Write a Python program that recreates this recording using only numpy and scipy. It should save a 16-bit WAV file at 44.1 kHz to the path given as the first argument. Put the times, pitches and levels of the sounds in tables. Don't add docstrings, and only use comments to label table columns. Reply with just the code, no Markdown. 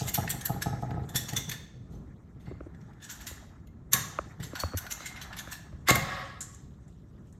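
import sys
import numpy as np
from scipy import signal
from scipy.fft import rfft, irfft, next_fast_len
from scipy.io import wavfile
from scipy.ndimage import uniform_filter1d, map_coordinates

SR = 44100
rng = np.random.default_rng(int(sys.argv[2]) if len(sys.argv) > 2 else 0)


def master(y):
    cut = np.clip(np.atleast_2d(y).T, -1, 1)
    pcm = np.round(cut * 32767)
    wavfile.write(sys.argv[1], SR, pcm.astype(np.int16))


N = 325881

# (time [s], level [dB], rattle offset [dB])
BOARD_PUSHES = [(0.012, -22.5, -14.5), (0.179, -20, -8.5), (0.339, -29, -15), (0.497, -21, -10.5),
                (0.661, -20.5, -11), (0.728, -29.5, -9.5), (0.827, -23.5, -9), (0.908, -25.5, -13),
                (0.937, -27, -19), (0.973, -24, -12.5), (1.1, -42, -12), (1.146, -25, -20),
                (1.327, -25.5, -16.5), (1.374, -32.5, -30), (1.481, -33.5, -21), (1.759, -38, -33.5),
                (1.935, -38, -20.5), (2.36, -44, -34), (2.474, -34, -21.5), (3.742, -55, -22),
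                (3.937, -25, -25), (4.395, -28.5, -28), (5.897, -34.5, 3), (5.904, -16.5, -20),
                (5.96, -32, -4)]
# (frequency [Hz], level [dB])
GRIT_COLOUR = [(1470, -40), (2500, -7.5), (3180, -2), (3470, -1.5), (3770, 0), (4430, -6.5), (5300, -5.5),
               (6890, -43), (11700, -120)]
HISS_COLOUR = [(2940, -44.5), (5000, -23), (5630, -3.5), (6320, -3), (7030, -2.5), (8510, -7.5),
               (9130, -19.5), (9800, -18.5), (12700, -38.5), (21600, -120)]
FIZZ_COLOUR = [(5590, -32.5), (9500, -9.5), (10800, -10), (12000, -4.5), (12800, -9), (14600, -15.5),
               (15900, -30.5), (16200, -31.5), (16500, -45)]


def knife_cuts():
    # (time [s], pressure [dB], edge level [dB], blade pitch touched [Hz], rise [s], fade by 60 dB [s])
    strokes = [(.02, -72, -53, 5700, 0.04, .14), (.077, -61, -45.5, 7060, 0.0038, 0.049),
               (.092, -39, -37.5, 7260, 0.017, 0.058), (.147, -38.5, -25, 5350, 0.0051, 0.028),
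               (0.156, -37, -32, 5800, 0.0038, 0.092), (0.2795, -29.5, -54.5, 7000, 0.0027, .025),
               (.295, -50, -37.5, 6900, 0.0014, .07), (.303, -39, -29, 7510, 0.0012, 0.065),
               (.324, -43, -47.5, 7060, 0.0091, 0.026), (.415, -42, -42, 7000, 0.0042, 0.045),
               (0.459, -39, -30.5, 6600, 0.0051, 0.06), (0.6237, -31.5, -35.5, 6830, 0.0036, 0.064),
               (0.825, -52, -58.5, 7000, 0.0062, 0.026), (.909, -38, -63.5, 3500, 0.00072, .025),
               (1.092, -56, -50.5, 3500, .002, 0.1), (1.149, -40, -44, 3460, .0015, .033),
               (1.16, -34.5, -30, 3500, 0.0041, 0.13), (1.293, -38.5, -41, 7000, 0.007, .061),
               (1.335, -41, -41, 3490, 0.0026, 0.027), (1.37, -36, -31, 3435, 0.0056, 0.092),
               (1.498, -40.5, -36, 3550, 0.004, 0.034), (1.517, -36, -40.5, 3500, 0.0022, 0.1),
               (1.94, -70, -70, 7000, 0.025, 0.2), (2.407, -68.5, -71, 6280, .007, 0.36),
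               (2.461, -56, -84.5, 4400, .003, 0.35), (2.748, -59.5, -72, 3500, .001, 0.033),
               (2.816, -68, -73, 7030, .007, 0.053), (2.937, -63.5, -73, 6430, 0.0046, 0.026),
               (3.005, -60.5, -72, 3480, .003, 0.13), (3.025, -58, -55, 3520, .004, 0.24),
               (3.045, -56, -53, 5700, .007, .12), (3.098, -45.5, -53, 5700, 0.0053, 0.12),
               (3.114, -54.5, -45.5, 7000, 0.012, 0.17), (3.218, -50.5, -56, 5700, 0.014, 0.066),
               (3.27, -43, -40.5, 7220, 0.0028, 0.17), (3.673, -60.5, -68, 7000, .0012, .043),
               (3.9333, -21, -20, 7430, 0.00087, .02), (3.939, -28, -25.5, 7000, .003, .061),
               (4.4024, -50.5, -59, 3530, 0.0023, 0.2), (4.432, -47, -47, 6400, 0.0043, 0.19),
               (4.555, -35, -47, 4430, 0.0014, 0.09), (4.603, -42, -37.5, 4400, .0065, 0.093),
               (4.7745, -44.5, -37, 7270, 0.0023, 0.076), (4.789, -44, -44.5, 6400, 0.0078, 0.023),
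               (4.866, -36.5, -52, 4300, .0008, .05), (4.911, -49, -48, 7000, 0.0033, 0.094),
               (4.921, -44, -35.5, 7000, 0.012, 0.083), (5.016, -48, -57, 4000, 0.019, 0.48),
               (5.06, -44, -39, 6900, 0.0017, 0.14), (5.1616, -44, -61, 5700, .0014, 0.21),
               (5.216, -43, -43, 4000, 0.0019, 0.13), (5.329, -39.5, -58, 4200, .0016, 0.097),
               (5.368, -47, -45, 6160, 0.0019, 0.13), (5.392, -40.5, -40.5, 3400, .0055, 0.064),
               (5.475, -53, -64, 3500, .002, .33), (5.528, -44, -42.5, 7060, 0.0098, 0.12),
               (5.877, -32, -53, 3500, 0.0032, 0.076), (5.887, -22.5, -29, 4400, 0.0016, 0.017),
               (5.897, -21.5, -30, 6400, 0.0099, .083), (5.908, -26, -26.5, 4180, 0.0049, 0.015),
               (5.958, -29.5, -25.5, 6470, .003, 0.028)]
    # (share [0 follows the pressure, 1 follows the edge], level [dB])
    bands = [(0.051, -3.5), (.35, -2.5), (.85, 0.5), (1.02, -2.5)]
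    # (pitch [Hz], level [dB])
    bone_tones = [(1480, -0.5), (1680, -2.5), (1780, -2), (1960, -6), (2110, 0)]
    blade_tones = [(3510, 3), (4000, -0.5), (4420, 7.5), (5680, 0.5), (6380, -5), (6950, -10.5), (7330, -1)]
    # (time [s], pitch [Hz])
    bone_spots = [(0, 1930), (.15, 2140), (.3, 1900), (.45, 1740), (.63, 1730), (1.3, 1850), (1.37, 2000),
                  (1.52, 1820), (2.46, 1980), (3.04, 1740), (3.11, 1470), (3.27, 1910), (3.934, 2070),
                  (3.939, 1760), (4.45, 1920), (4.6, 1380), (4.86, 1410), (4.92, 2130), (5.1, 2170),
                  (5.2, 1680), (5.55, 1640), (5.88, 2100), (6, 2050)]
    # (frequency [Hz], level [dB])
    bone_colour = [(590, -39), (1000, -7), (1270, -12.5), (1440, -3.5), (1700, -3), (2120, -7), (2540, -9),
                   (2800, -9), (3640, -36), (6160, -120)]
    # (time [s], level [dB])
    top_treble = [(0, -1), (.15, 2), (.6, 2.5), (1.2, 0), (1.52, 0), (3, -7.5), (3.27, 1), (3.93, 4.5),
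                  (4.5, -2.5), (4.78, 2), (5.1, -6), (5.5, -1), (5.9, -1)]
    band_levels, bone, blade = (np.zeros((len(r), N + SR)) for r in (bands, bone_tones, blade_tones))
    edge_share, band_db = np.transpose(bands)
    lead_s, blade_share = .04, 0.75
    t = np.arange(SR // 4) / SR - lead_s
    for s, press_db, edge_db, blade_hz, rise, fade in strokes:
        swell = 0.8 * np.exp(-(t / rise) ** 2) + 0.11 * np.exp(-(t / (rise + 0.0088)) ** 2)
        stroke = np.where(t < 0, swell, gain(-60 * t / max(fade, .005)))
        start = max(round((s - lead_s) * SR), 0)
        span = slice(start, start + len(t))
        edge_extra_db = edge_db - press_db
        band_levels[:, span] += gain(press_db + edge_share * edge_extra_db + band_db)[:, None] * stroke
        bone_hz = np.interp(s, *np.transpose(bone_spots))
        lingering = stroke ** np.where(t < 0, 1, 0.6)
        bone[:, span] += gain(press_db - 7) * lingering * touched(bone_tones, bone_hz, reach=.07)
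        blade_db = press_db + blade_share * edge_extra_db - 4.5
        blade[:, span] += gain(blade_db) * stroke * touched(blade_tones, blade_hz, reach=0.035)
    noises = [grainy_noise(bone_colour, grain_db=-1.5), grainy_noise(GRIT_COLOUR, grain_db=1.0),
              grainy_noise(HISS_COLOUR, grain_db=2.5),
              gain(curves(top_treble)[0]) * grainy_noise(FIZZ_COLOUR, grain_db=2.0)]
    tearing = np.sum(band_levels[:, :N] * noises, axis=0)
    bone_ring = np.sum(bone[:, :N] * scraped_tones(bone_tones, width_hz=90), axis=0)
    blade_ring = np.sum(blade[:, :N] * scraped_tones(blade_tones, width_hz=140), axis=0)
    return tearing + bone_ring + blade_ring


def touched(tones, touch_hz, reach):
    hz, db = np.transpose(tones)
    nearness = .12 + np.exp(-(np.log(hz / touch_hz) / reach) ** 2)
    return (nearness * gain(db + 4 * rng.standard_normal(len(hz))))[:, None]


def scraped_tones(tones, width_hz):
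    centres = np.transpose(tones)[0][:, None]
    narrow = filtered(rng.standard_normal(N), lambda hz: np.exp(-((hz - centres) / width_hz) ** 2))
    return narrow / narrow.std(axis=1, keepdims=True)


def rocking_board():
    # (rattle delay [s], rattle level [dB], body delay [s], body level [dB])
    rocking = [(-.002, -4, 0.0021, -6.5), (.005, -1.5, 0.0084, 0.5), (.022, -8, 0.031, -14.5),
               (.055, -18, .049, -7.5), (.066, -10, 0.075, -10.5)]
    # (pitch [Hz], width [Hz], level [dB])
    body_tones = [(120.4, 40, 7), (138, 3.6, 0), (177, 8.3, -14.5), (345, 21, -12.5), (406, 45, -6.5)]
    edge_tones = [(670, 46, -0.5), (817, 39, 3), (1279, 27, -8)]
    body, rattle = np.zeros((2, N + SR))
    for s, db, rattle_db in BOARD_PUSHES:
        for edge_s, edge_db, body_s, body_db in rocking:
            edge_chance, body_chance = rng.standard_normal(2)
            jitter_s = .001 * edge_chance * (edge_s > .01)
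            body[round((s + body_s + jitter_s) * SR)] -= gain(db + body_db + body_chance)
            hit_db = db + rattle_db + edge_db + edge_chance + 8.5
            rattle[round((s + edge_s + jitter_s) * SR)] += gain(hit_db)
    thumps = struck(body[:N], body_tones, contact_s=0.0021)
    return thumps + struck(np.diff(rattle)[:N], edge_tones, contact_s=0.00078) * gain(18.5)


def counter_knocks():
    # (time [s], click level [dB], step to each lower tone [dB], thud level [dB])
    knocks = [(2.5101, -53, 9, -62), (2.518, -48, 3.5, -40), (2.606, -40, 1.5, -39), (2.663, -54.5, 8, -56),
              (3.311, -46.5, 0.5, -43), (3.933, -38, -1, -61), (4.1878, -17.5, -9, -38),
              (4.2649, -61, 7.5, -51), (4.532, -39.5, 2, -66), (4.635, -21.5, -6.5, -26.5),
              (4.734, -36, -1.5, -55), (4.742, -37, 1.5, -26), (4.841, -49, -1.5, -51),
              (5.005, -37.5, -8, -56), (5.474, -37.5, -5.5, -50), (5.727, -50, 0.5, -36),
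              (5.886, -24.5, -1, -38), (5.894, -20, -4.5, -35), (5.908, -21, -1.5, -30),
              (5.958, -39.5, 3, -44), (7.128, -68, 1.5, -52), (7.218, -68, -3, -43)]
    # (pitch [Hz], delay [s], length [s])
    waves = [(1144, .0012, 0.0018), (530, .004, 0.0029), (310, .006, 0.004)]
    tick_hz, tick_s, thud_hz = 2300, .0006, 72.5
    out, t = np.zeros(N + SR), np.arange(SR // 8) / SR
    tick = np.sin(2 * np.pi * tick_hz * t) * np.exp(-((t - tick_s) / tick_s) ** 2)
    for s, click_db, step_db, thud_db in knocks:
        knock = gain(click_db - 11) * tick
        for k, (hz, delay, length) in enumerate(waves):
            detune, phase = rng.standard_normal(2)
            wave = np.cos(2 * np.pi * hz * (1 + 0.089 * detune) * (t - delay) + phase)
            shape = np.minimum(t / 0.0015, 1) * np.exp(-((t - delay) / length) ** 2)
            knock += gain(click_db + k * step_db + 1.5) * wave * shape
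        hz = thud_hz * (1 + .08 * rng.standard_normal())
        thud = np.sin(2 * np.pi * hz * (t - .008)) * np.exp(-((t - .016) / 0.021) ** 2)
        knock += gain(thud_db + 1.0) * thud * np.minimum(t / 0.0098, 1)
        out[round(s * SR):][:len(t)] += knock
    return out[:N]


def ringing_board():
    # (time [s], upper tones [dB], lower tones [dB], scrape [dB], hold [s], fade by 60 dB [s])
    contacts = [(3.935, -32, -48, -57, 0.0028, 0.5), (5.892, -27.5, -32.5, -38, 0.003, 0.66),
                (6.089, -39.5, -49.5, -50.5, 0.11, .8)]
    # (pitch [Hz], width [Hz], level [dB])
    upper_tones = [(1112, 24, 5.5), (1184, 28, -3), (1266, 95, -3), (1655, 20, 2), (1830, 150, -6),
                   (1954, 26, -1.5), (2072, 36, -5.5)]
    lower_tones = [(545, 31, 2.5), (750, 29, 5)]
    t, out, rise_s = np.arange(N) / SR, 0, .009
    upper = normalised(struck(rng.standard_normal(N), upper_tones, contact_s=.0001))
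    lower = normalised(struck(rng.standard_normal(N), lower_tones, contact_s=.0001))
    scrape = grainy_noise(GRIT_COLOUR, grain_db=1.0)
    for s, upper_db, lower_db, scrape_db, hold, fade in contacts:
        shape = np.clip(1 + (t - s) / rise_s, 0, 1) * gain(-60 * np.maximum(t - s - hold, 0) / fade)
        out += shape * (gain(upper_db) * upper + gain(lower_db) * lower + gain(scrape_db) * scrape)
    return out


def glove_snaps():
    # (time [s], level [dB], fade by 60 dB [s])
    snaps = [(6.406, -33.5, .15), (6.546, -47, 0.035), (6.807, -71, .02), (6.879, -62, 0.059),
             (7.27, -71.5, .08), (7.325, -54.5, 0.032)]
    # (frequency [Hz], level [dB])
    colour = [(880, -44), (1500, -10), (1920, -17.5), (2540, -27.5), (4040, -17), (4780, -21.5), (7460, 0),
              (9100, -14), (10900, -15), (16000, -44)]
    t, rise_s = np.arange(N) / SR, 0.0014
    level = sum(gain(db - 60 * np.abs(t - s) / fade) * np.clip((t - s) / rise_s, 0, 1)
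                for s, db, fade in snaps)
    return level * normalised(filtered(rng.standard_normal(N), lambda hz: gain(look_up(colour, hz))))


def meat_handling():
    # (time [s], rubbing [dB], crackle [dB])
    effort = [(0, -43.5, -38.5), (.31, -45, -67.5), (.8, -48, -63), (1.1, -52.5, -66.5),
              (1.36, -45.5, -54.5), (1.46, -51, -62.5), (1.71, -63, -77), (2.39, -66.5, -79.5),
              (2.59, -59, -77.5), (3.07, -57, -72.5), (3.23, -46.5, -54.5), (3.45, -55, -65.5),
              (3.7, -68, -87), (4.05, -65, -78), (4.1, -44, -55.5), (4.45, -57.5, -76), (4.59, -43.5, -51),
              (4.96, -49, -84.5), (5.45, -44.5, -62), (5.7, -58.5, -77.5), (5.95, -64, -73.5),
              (6.04, -37, -53), (6.22, -51, -55.5), (6.38, -58.5, -71.5), (6.55, -66, -62), (6.7, -66, -75),
              (7.39, -67, -75.5)]
    # (frequency [Hz], level [dB])
    wood_colour = [(350, -39.5), (600, -4.5), (748, 1.5), (909, -3), (974, -4), (1070, -2), (1130, -4.5),
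                   (1390, -0.5), (1560, -7), (1690, -1), (2140, -9.5), (2460, -16.5), (2700, -28),
                   (3510, -40.5), (5940, -120)]
    rub_db, crackle_db = curves(effort)
    slide_db = rub_db + 0.93 * (crackle_db - rub_db) - 1
    levels = rub_db, slide_db, crackle_db, crackle_db - 9
    colours = wood_colour, GRIT_COLOUR, HISS_COLOUR, FIZZ_COLOUR
    layers = [grainy_noise(colour, grain_db=1.47) for colour in colours]
    return sum(gain(db - 6.5 + 2.2 * wobble(25)) * layer for db, layer in zip(levels, layers))


def counter_rumble():
    # (frequency [Hz], level [dB])
    colour = [(20, -28), (50, 1), (170, -1.5), (300, -12), (500, -16), (1200, -39), (4000, -120)]
    kicks, t, fade_s = np.zeros(N), np.arange(SR) / SR, 1.2
    for s, db, _ in BOARD_PUSHES:
        kicks[round(s * SR)] = gain(db - 16.5) ** 2
    energy = signal.fftconvolve(kicks, gain(-60 * t / fade_s) ** 2 * np.minimum(t / 0.01, 1))[:N]
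    return np.sqrt(np.abs(energy)) * grainy_noise(colour, grain_db=0.16)


def kitchen_echo(x):
    # (frequency [Hz], fade by 60 dB [s])
    fade_times = [(100, 0.98), (1500, 0.61), (5000, 0.66), (13000, 0.27), (15500, 0.45)]
    out, hop = np.zeros(N + 2 * SR), SR // 2
    for at in range(0, N, hop):
        hz, t, spectra = signal.stft(rng.standard_normal(SR), SR, nperseg=256)
        tail = signal.istft(spectra * gain(-60 * t / look_up(fade_times, hz)[:, None]), SR, nperseg=256)
        echo = signal.fftconvolve(x[at:at + hop], tail[1] / np.linalg.norm(tail[1]))
        out[at + 300:][:len(echo)] += echo
    return out[:N]


def ventilation():
    # (frequency [Hz], level [dB])
    colour = [(13, -44), (22, -8.5), (53, 3), (169, -1.5), (236, -8), (409, -17), (496, -23.5), (585, -24),
              (792, -32.5), (1270, -32), (1910, -51), (3810, -52.5), (4760, -57.5), (6620, -52.5),
              (16000, -73.5)]
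    return gain(-47.5 + 1.5 * wobble(5)) * grainy_noise(colour, grain_db=0.31)


def grainy_noise(colour, grain_db):
    spectra = signal.stft(rng.standard_normal(N), nperseg=256)[2]
    patches = uniform_filter1d(rng.standard_normal(spectra.shape), size=4, axis=0)
    patches = normalised(uniform_filter1d(patches, size=7, axis=1))
    patchy = signal.istft(spectra * gain(2.1 * grain_db * patches), nperseg=256)[1][:N]
    noise = filtered(patchy, lambda hz: gain(look_up(colour, hz)))
    return normalised(noise * gain(grain_db * wobble(600)))


def struck(blows, tones, contact_s):
    def response(f):
        ringing = sum((-1) ** k * gain(db) * 1j * f * width / (hz * hz - f * f + 1j * f * width)
                      for k, (hz, width, db) in enumerate(tones))
        return np.exp(-(f * contact_s) ** 2) * ringing
    return filtered(blows, response) / np.abs(filtered(np.ones(1), response)).max()


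def gain(db):
    return 10 ** (np.asarray(db) / 20)


def normalised(x):
    return x / np.sqrt(np.mean(x ** 2) + 1e-20)


def look_up(points, hz):
    frequencies, values = np.transpose(points)
    return np.interp(np.log(hz + 1), np.log(frequencies + 1), values)


def curves(rows):
    times, *columns = np.transpose(rows)
    return [np.interp(np.arange(N) / SR, times, column) for column in columns]


def wobble(rate):
    at = np.arange(0, N + 8, 8)
    points = rng.standard_normal(int(N * rate / SR) + 4)
    return np.interp(np.arange(N), at, map_coordinates(points, [at * rate / SR]))


def filtered(x, response):
    size = next_fast_len(N + SR // 2)
    return irfft(rfft(x, size) * response(np.fft.rfftfreq(size, 1 / SR)), size)[..., :N]


def scene():
    close, board = knife_cuts() + glove_snaps(), rocking_board()
    echo = kitchen_echo(gain(-8) * close + gain(-13) * board)
    rest = ringing_board() + counter_knocks() + meat_handling() + counter_rumble() + ventilation()
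    return (close + board + echo + rest)[None]


def record(dry):
    # (frequency [Hz], level [dB])
    treble_dip = [(9000, -0.5), (9500, -7.5), (10300, -2.5), (10900, 1.5)]
    bass_hz, top_hz = 36, 16200
    coloured = filtered(dry, lambda hz: gain(look_up(treble_dip, hz)) * hz**3 / (hz**3 + bass_hz**3))
    return filtered(coloured, lambda hz: hz < top_hz)


dry = scene()
out = record(dry)
master(out)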